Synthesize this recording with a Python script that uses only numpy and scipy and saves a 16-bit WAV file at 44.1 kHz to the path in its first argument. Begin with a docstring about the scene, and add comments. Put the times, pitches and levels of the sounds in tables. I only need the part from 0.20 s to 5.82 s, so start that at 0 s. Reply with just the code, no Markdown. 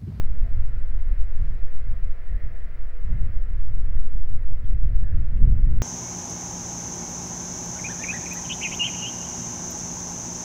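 """Gusts of wind buffet an outdoor camera's microphone in open grassland, low and rumbling.
The breeze under them slackens, then freshens, and the wind brightens as it grows.
Behind it is a faint airy rush, coloured by the housing. Dry grass rustles and ticks now and then,
and something hoots once, far away. A small motor, probably a fan, hums over the circuits' hiss."""
import sys
import numpy as np
from scipy import signal
from scipy.fft import rfft, irfft, next_fast_len
from scipy.io import wavfile
from scipy.ndimage import uniform_filter1d, map_coordinates

SR = 44100
rng = np.random.default_rng(int(sys.argv[2]) if len(sys.argv) > 2 else 0)


def unload_wav(signal):
    """Save mono or channel-first audio to the path in sys.argv[1] as 16-bit WAV at rate SR, clipped to [-1, 1]."""
    wavfile.write(
        sys.argv[1],
        SR,
        np.round(np.clip(np.atleast_2d(signal).T, -1, 1) * 32767).astype(np.int16),
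    )


N = 247842

# tone of the large, middling and small eddies: freq_hz, gain_db
RUMBLE_EQ = [(8, -31), (16, 0), (22, 1), (30, -2.5), (40, -8.5), (55, -25), (100, -61.5), (200, -120)]
BUFFET_EQ = [(25, -32.5), (44, 0.5), (54, 2.5), (78, -6), (98, -15), (140, -30.5), (250, -56), (600, -120)]
FLUTTER_EQ = [(55, -32.5), (88, 1.5), (112, -3), (135, -7.5), (175, -14), (220, -19.5), (300, -29),
              (450, -37.5), (800, -55), (2000, -120)]
def wind():
    """Eddies press on the microphone port; the small ones grow fastest with the wind."""
    large_db, middling_db, small_db = wind_strength(-1), wind_strength(0), wind_strength(1)
    rumble = amp(-25.5 + .92 * large_db) * turbulence(RUMBLE_EQ, even_s=.07)
    buffet = amp(-33 + .9 * middling_db) * turbulence(BUFFET_EQ, even_s=.062)
    flurries = unit(amp(1.2 * wobble(45)))  # small eddies come in quick bursts
    flutter = amp(-43 + .99 * small_db) * flurries * turbulence(FLUTTER_EQ, even_s=.059)
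    return rumble + buffet + flutter


# the bed of breeze; positive brightness favours small eddies: time_s, strength_db, brightness_db
BREEZE_BED = [(0, -36, -1.5), (.65, -38.5, -.5), (1.1, -40, 0), (1.55, -38.5, -1), (2.0, -39.5, .5),
              (2.35, -36, 1.5), (2.76, -40, -.5), (3.15, -34, .5), (3.5, -34.5, 1.5), (3.9, -36.5, .5),
              (4.3, -35, 2), (4.7, -33, 1), (5.13, -29, 0), (5.6, -25.5, 0)]
# gusts hitting the port: peak_s, strength_db, half_length_s, brightness_db
GUST_HITS = [(0.054, -29, 0.13, 1), (0.254, -22, 0.028, -3.5), (0.376, -22.5, 0.045, 1),
             (0.486, -30.5, 0.025, 2), (0.581, -30, 0.048, 4.5), (0.75, -26.0, 0.041, -3),
             (0.906, -25.5, 0.038, -5.5), (1.036, -29.5, 0.042, -4), (1.23, -24, 0.04, -1.5),
             (1.332, -29, 0.033, 3.5), (1.44, -33.5, 0.042, -2.5), (1.693, -27.0, 0.059, -2.5),
             (1.854, -28.5, 0.039, -4), (2.142, -27, 0.033, -2.5), (2.262, -30, 0.026, 4.5),
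             (2.458, -39, 0.019, 4), (2.59, -37.5, 0.059, -1.5), (2.846, -32.5, 0.028, -3),
             (2.943, -22, 0.058, 1.5), (3.051, -23.5, 0.044, 4), (3.196, -28.5, 0.036, -2.5),
             (3.36, -27.5, 0.051, -2), (3.555, -29, 0.063, 2.5), (3.672, -28.5, 0.044, 2),
             (3.773, -26, 0.029, 1.5), (3.97, -27, 0.029, -2.5), (4.142, -31, 0.066, 2.5),
             (4.315, -33, 0.072, 0.5), (4.446, -29.5, 0.02, 6), (4.544, -20.5, 0.031, 1.5),
             (4.665, -21, 0.045, 1.5), (4.754, -22.5, 0.029, -1.5), (4.844, -26, 0.036, 4.5),
             (4.979, -20.5, 0.053, 4), (5.127, -23, 0.025, -1.5), (5.263, -12, 0.054, 1.5),
             (5.366, -19.5, 0.034, 4.5), (5.444, -18, 0.019, -4), (5.551, -20.5, 0.067, 5.5)]
def wind_strength(fineness):
    """Gusts add their power to the breeze: dB over the usual, for large (-1) to small (+1) eddies."""
    usual_db, rise_share = -30, .99
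    breeze_db, breeze_brightness_db = curves(BREEZE_BED)
    power = amp(breeze_db + fineness * breeze_brightness_db) ** 2
    for peak_s, strength_db, half_length_s, brightness_db in GUST_HITS:
        envelope = swell(peak_s, half_length_s * np.where(clock() < peak_s, rise_share, 1))
        power += amp(strength_db + fineness * brightness_db) ** 2 * envelope
    return 10 * np.log10(power) - usual_db


# tone of the sub-bass heave: freq_hz, gain_db
HEAVE_EQ = [(1, -7), (3.5, 0), (9, -8), (14, -13), (20, -29), (35, -65), (100, -120)]
# its fader ride: time_s, level_db
HEAVE_RIDE = [(0, -13.5), (.7, -17), (1.2, -13.5), (1.7, -14), (2.05, -21), (2.7, -19), (3.3, -15),
              (3.75, -11), (4.3, -12.5), (4.9, -14), (5.3, -17), (5.6, -15)]
def heave():
    """The wind's pressure rises and falls slowly, below hearing."""
    level_db, = curves(HEAVE_RIDE)
    return amp(level_db) * turbulence(HEAVE_EQ, even_s=.17)


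# tone of the far rush: freq_hz, gain_db
RUSH_EQ = [(120, -35.5), (280, -5), (420, -1.5), (560, -2.5), (700, 1), (770, -6.5), (1120, -5.5),
           (1350, -2), (1600, -2.5), (2080, -4), (2280, -6.5), (2650, -10.5), (3300, -19.5), (6500, -49)]
# its fader ride: time_s, level_db
RUSH_RIDE = [(0, -57.5), (.8, -57.5), (1.35, -56.5), (1.75, -57), (2.2, -57), (2.6, -56.5), (3.05, -56.5),
             (3.6, -58.2), (4.15, -59.5), (4.7, -58), (5.0, -58), (5.6, -57)]
# soft breaths on top: peak_s, level_db, pitch_hz, width_hz, half_length_s
BREATHS = [(.56, -63, 1450, 400, .09), (2.24, -60, 1900, 700, .26), (2.3, -64.5, 640, 200, .3),
           (2.68, -62, 660, 110, .05), (4.32, -60.5, 630, 150, .05), (4.8, -64.5, 620, 200, .17),
           (4.89, -60, 1670, 450, .07)]
def air():
    """The far rush of the wind with a few brief swells, all coloured by the housing."""
    ride_db, = curves(RUSH_RIDE)
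    rush = amp(ride_db + .47 * wobble(9.9)) * noise(lambda hz: colour(RUSH_EQ, hz) * housing(hz))
    for peak_s, level_db, pitch_hz, width_hz, half_length_s in BREATHS:
        breath = noise(lambda hz: bell(hz, pitch_hz, width_hz) ** 2 * housing(hz))
        rush += amp(level_db) * swell(peak_s, half_length_s) * breath
    return rush


# resonant peaks of the housing: centre_hz, width_hz, boost_db
HOUSING_PEAKS = [(476, 22, 11), (655, 90, 2.5), (970, 80, 4), (1095, 40, 3), (1232, 45, 3), (1390, 80, 3.5),
                 (1714, 55, 6), (1866, 55, 6.5), (2075, 80, 6.5), (2420, 70, 3), (2630, 70, 2.5),
                 (3110, 80, 4)]
def housing(hz):
    """The camera's housing resonates, lifting narrow bands: its gain at hz."""
    return amp(sum(boost_db * bell(hz, centre_hz, width_hz)
                   for centre_hz, width_hz, boost_db in HOUSING_PEAKS))


# tone of the light rustle and of the swishes: freq_hz, gain_db
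RUSTLE_EQ = [(1500, -40.5), (3300, 4.5), (5100, 2), (6000, -7.5), (9000, -11), (14000, -23)]
SWISH_EQ = [(1500, -30), (3000, 0), (5200, 1), (6200, -3), (8000, -7), (10000, -12), (14000, -24)]
# swishes of dry grass: peak_s, level_db, half_length_s
SWISH_CUES = [(1.256, -75, 0.085), (1.54, -81, 0.055), (2.886, -77, 0.048)]
def grass():
    """Dry blades brush in bright, grainy swishes over a fading rustle."""
    def grainy(eq):
        return unit(amp(1.7 * wobble(150)) * noise(lambda hz: colour(eq, hz)))
    fade_db_per_s = 2.5
    rustle = amp(-76.5 - fade_db_per_s * clock()) * grainy(RUSTLE_EQ)
    swish_power = sum(amp(level_db) ** 2 * swell(peak_s, half_length_s)
                      for peak_s, level_db, half_length_s in SWISH_CUES)
    return rustle + np.sqrt(swish_power) * grainy(SWISH_EQ)


# ticks of dry stalks: start_s, level_db, pitch_hz
TICK_CUES = [(.188, -65, 4800), (.477, -67, 5100), (1.648, -68.5, 4500), (1.684, -68.5, 4500),
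             (3.791, -63.5, 3400), (4.023, -67.5, 3600), (4.445, -61, 3300), (5.17, -57, 2720)]
def stalks():
    """Single stalks tick with a short, rough ring."""
    attack_s, ring_s = .001, .048  # the ring falls 60 dB in ring_s
    ticks = np.zeros(N)
    for start_s, level_db, pitch_hz in TICK_CUES:
        age_s = np.maximum(clock() - start_s, 0)
        envelope = (1 - np.exp(-age_s / attack_s)) * amp(-60 * age_s / ring_s)
        ticks += amp(level_db) * envelope * tone(pitch_hz * age_s, jitter_rad=wobble(900))
    return ticks


def hoot():
    """One short, faint hoot, probably a far animal: a husky tone that sags in pitch."""
    peak_s, half_length_s = .267, .026
    pitch_hz = 665 - 14 * np.tanh((clock() - peak_s) / half_length_s)
    voice = tone(np.cumsum(pitch_hz) / SR, jitter_rad=.8 * wobble(110))
    return amp(-54) * swell(peak_s, half_length_s) * voice


# partials of the fan's hum: shaft_multiple, level_db
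FAN_PARTIALS = [(6, -75), (8, -65.5), (9, -80.5), (10, -71), (11, -64), (12, -73), (13, -75), (18, -79.5)]
def fan():
    """A slightly unsteady shaft hums in wavering harmonics; the higher ones are rougher."""
    shaft_hz = 45.52 * (1 + .0018 * wobble(5))
    turns = np.cumsum(shaft_hz) / SR
    hum = np.zeros(N)
    for multiple, level_db in FAN_PARTIALS:
        waver = unit(amp(1.1 * wobble(3.7) + 1.8 * wobble(20)))
        partial = tone(multiple * turns + rng.random(), jitter_rad=multiple * .043 * wobble(30))
        hum += amp(level_db) * waver * partial
    return hum


# thin whine of the circuits: pitch_hz, level_db
WHINE_TONES = [(11239, -100), (15734, -83.5)]
# tone of their hiss: freq_hz, gain_db
HISS_EQ = [(100, 5.5), (3000, 1), (4900, 2), (6000, -4), (9000, -7), (12500, -8.5), (15000, -5.5),
           (15700, -4.5)]
def electronics():
    """The camera's circuits give off an even hiss and a thin, wavering whine."""
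    whine = sum(amp(level_db) * unit(amp(2 * wobble(40))) * tone(pitch_hz * clock())
                for pitch_hz, level_db in WHINE_TONES)
    return whine + amp(-72.5) * noise(lambda hz: colour(HISS_EQ, hz))


def turbulence(eq, even_s):
    """Churning noise of rms 1 whose strength stays even over even_s seconds."""
    churn = noise(lambda hz: colour(eq, hz))
    window = int(even_s * SR)
    power = uniform_filter1d(uniform_filter1d(churn ** 2, window), window)
    return unit(churn / np.sqrt(np.abs(power) + 1e-6))


def noise(gain):
    """Noise of rms 1 shaped by a gain of frequency."""
    size = next_fast_len(N + SR // 2)
    spectrum = rfft(rng.standard_normal(size)) * gain(np.fft.rfftfreq(size, 1 / SR))
    return unit(irfft(spectrum, size)[:N])


def tone(cycles, jitter_rad=0):
    """A sine of rms 1, roughened by phase jitter."""
    return np.sqrt(2) * np.sin(2 * np.pi * cycles + jitter_rad)


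def colour(eq, hz):
    """Gain of an EQ curve, its points joined on a log axis."""
    freq_hz, gain_db = np.transpose(eq)
    return amp(np.interp(np.log(hz + 1), np.log(freq_hz + 1), gain_db))


def bell(hz, centre_hz, width_hz):
    """Shape of one resonance, 1 at its centre."""
    return 1 / (1 + (2 * (hz - centre_hz) / width_hz) ** 2)


def swell(peak_s, half_length_s):
    """A smooth rise and fall, 1 at its peak."""
    return np.exp(-((clock() - peak_s) / half_length_s) ** 2)


def wobble(rate_hz):
    """A smooth random curve, rate_hz knots a second."""
    knots = rng.standard_normal(int(N * rate_hz / SR) + 4)
    return map_coordinates(knots, [clock() * rate_hz])


def curves(rows):
    """One value per sample for each column after the time."""
    time_s, *columns = np.transpose(rows)
    return [np.interp(clock(), time_s, column) for column in columns]


def clock():
    """The time of each sample in seconds."""
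    return np.arange(N) / SR


def amp(db):
    """Decibels to gain."""
    return 10 ** (np.asarray(db) / 20)


def unit(x):
    """Scale to rms 1."""
    return x / np.sqrt(np.mean(x ** 2) + 1e-20)


def scene():
    """All sources at the one microphone."""
    return (heave() + wind() + air() + grass() + stalks() + hoot() + fan() + electronics())[None]


def record(dry):
    """The camera keeps nothing above its band limit."""
    top_hz = 15790
    taps = signal.firwin(1025, top_hz, fs=SR, window="blackman")
    padded = np.pad(dry, ((0, 0), (len(taps) // 2,) * 2), mode="reflect", reflect_type="odd")
    return signal.fftconvolve(padded, taps[None], mode="valid", axes=1)


dry = scene()
out = record(dry)
unload_wav(out)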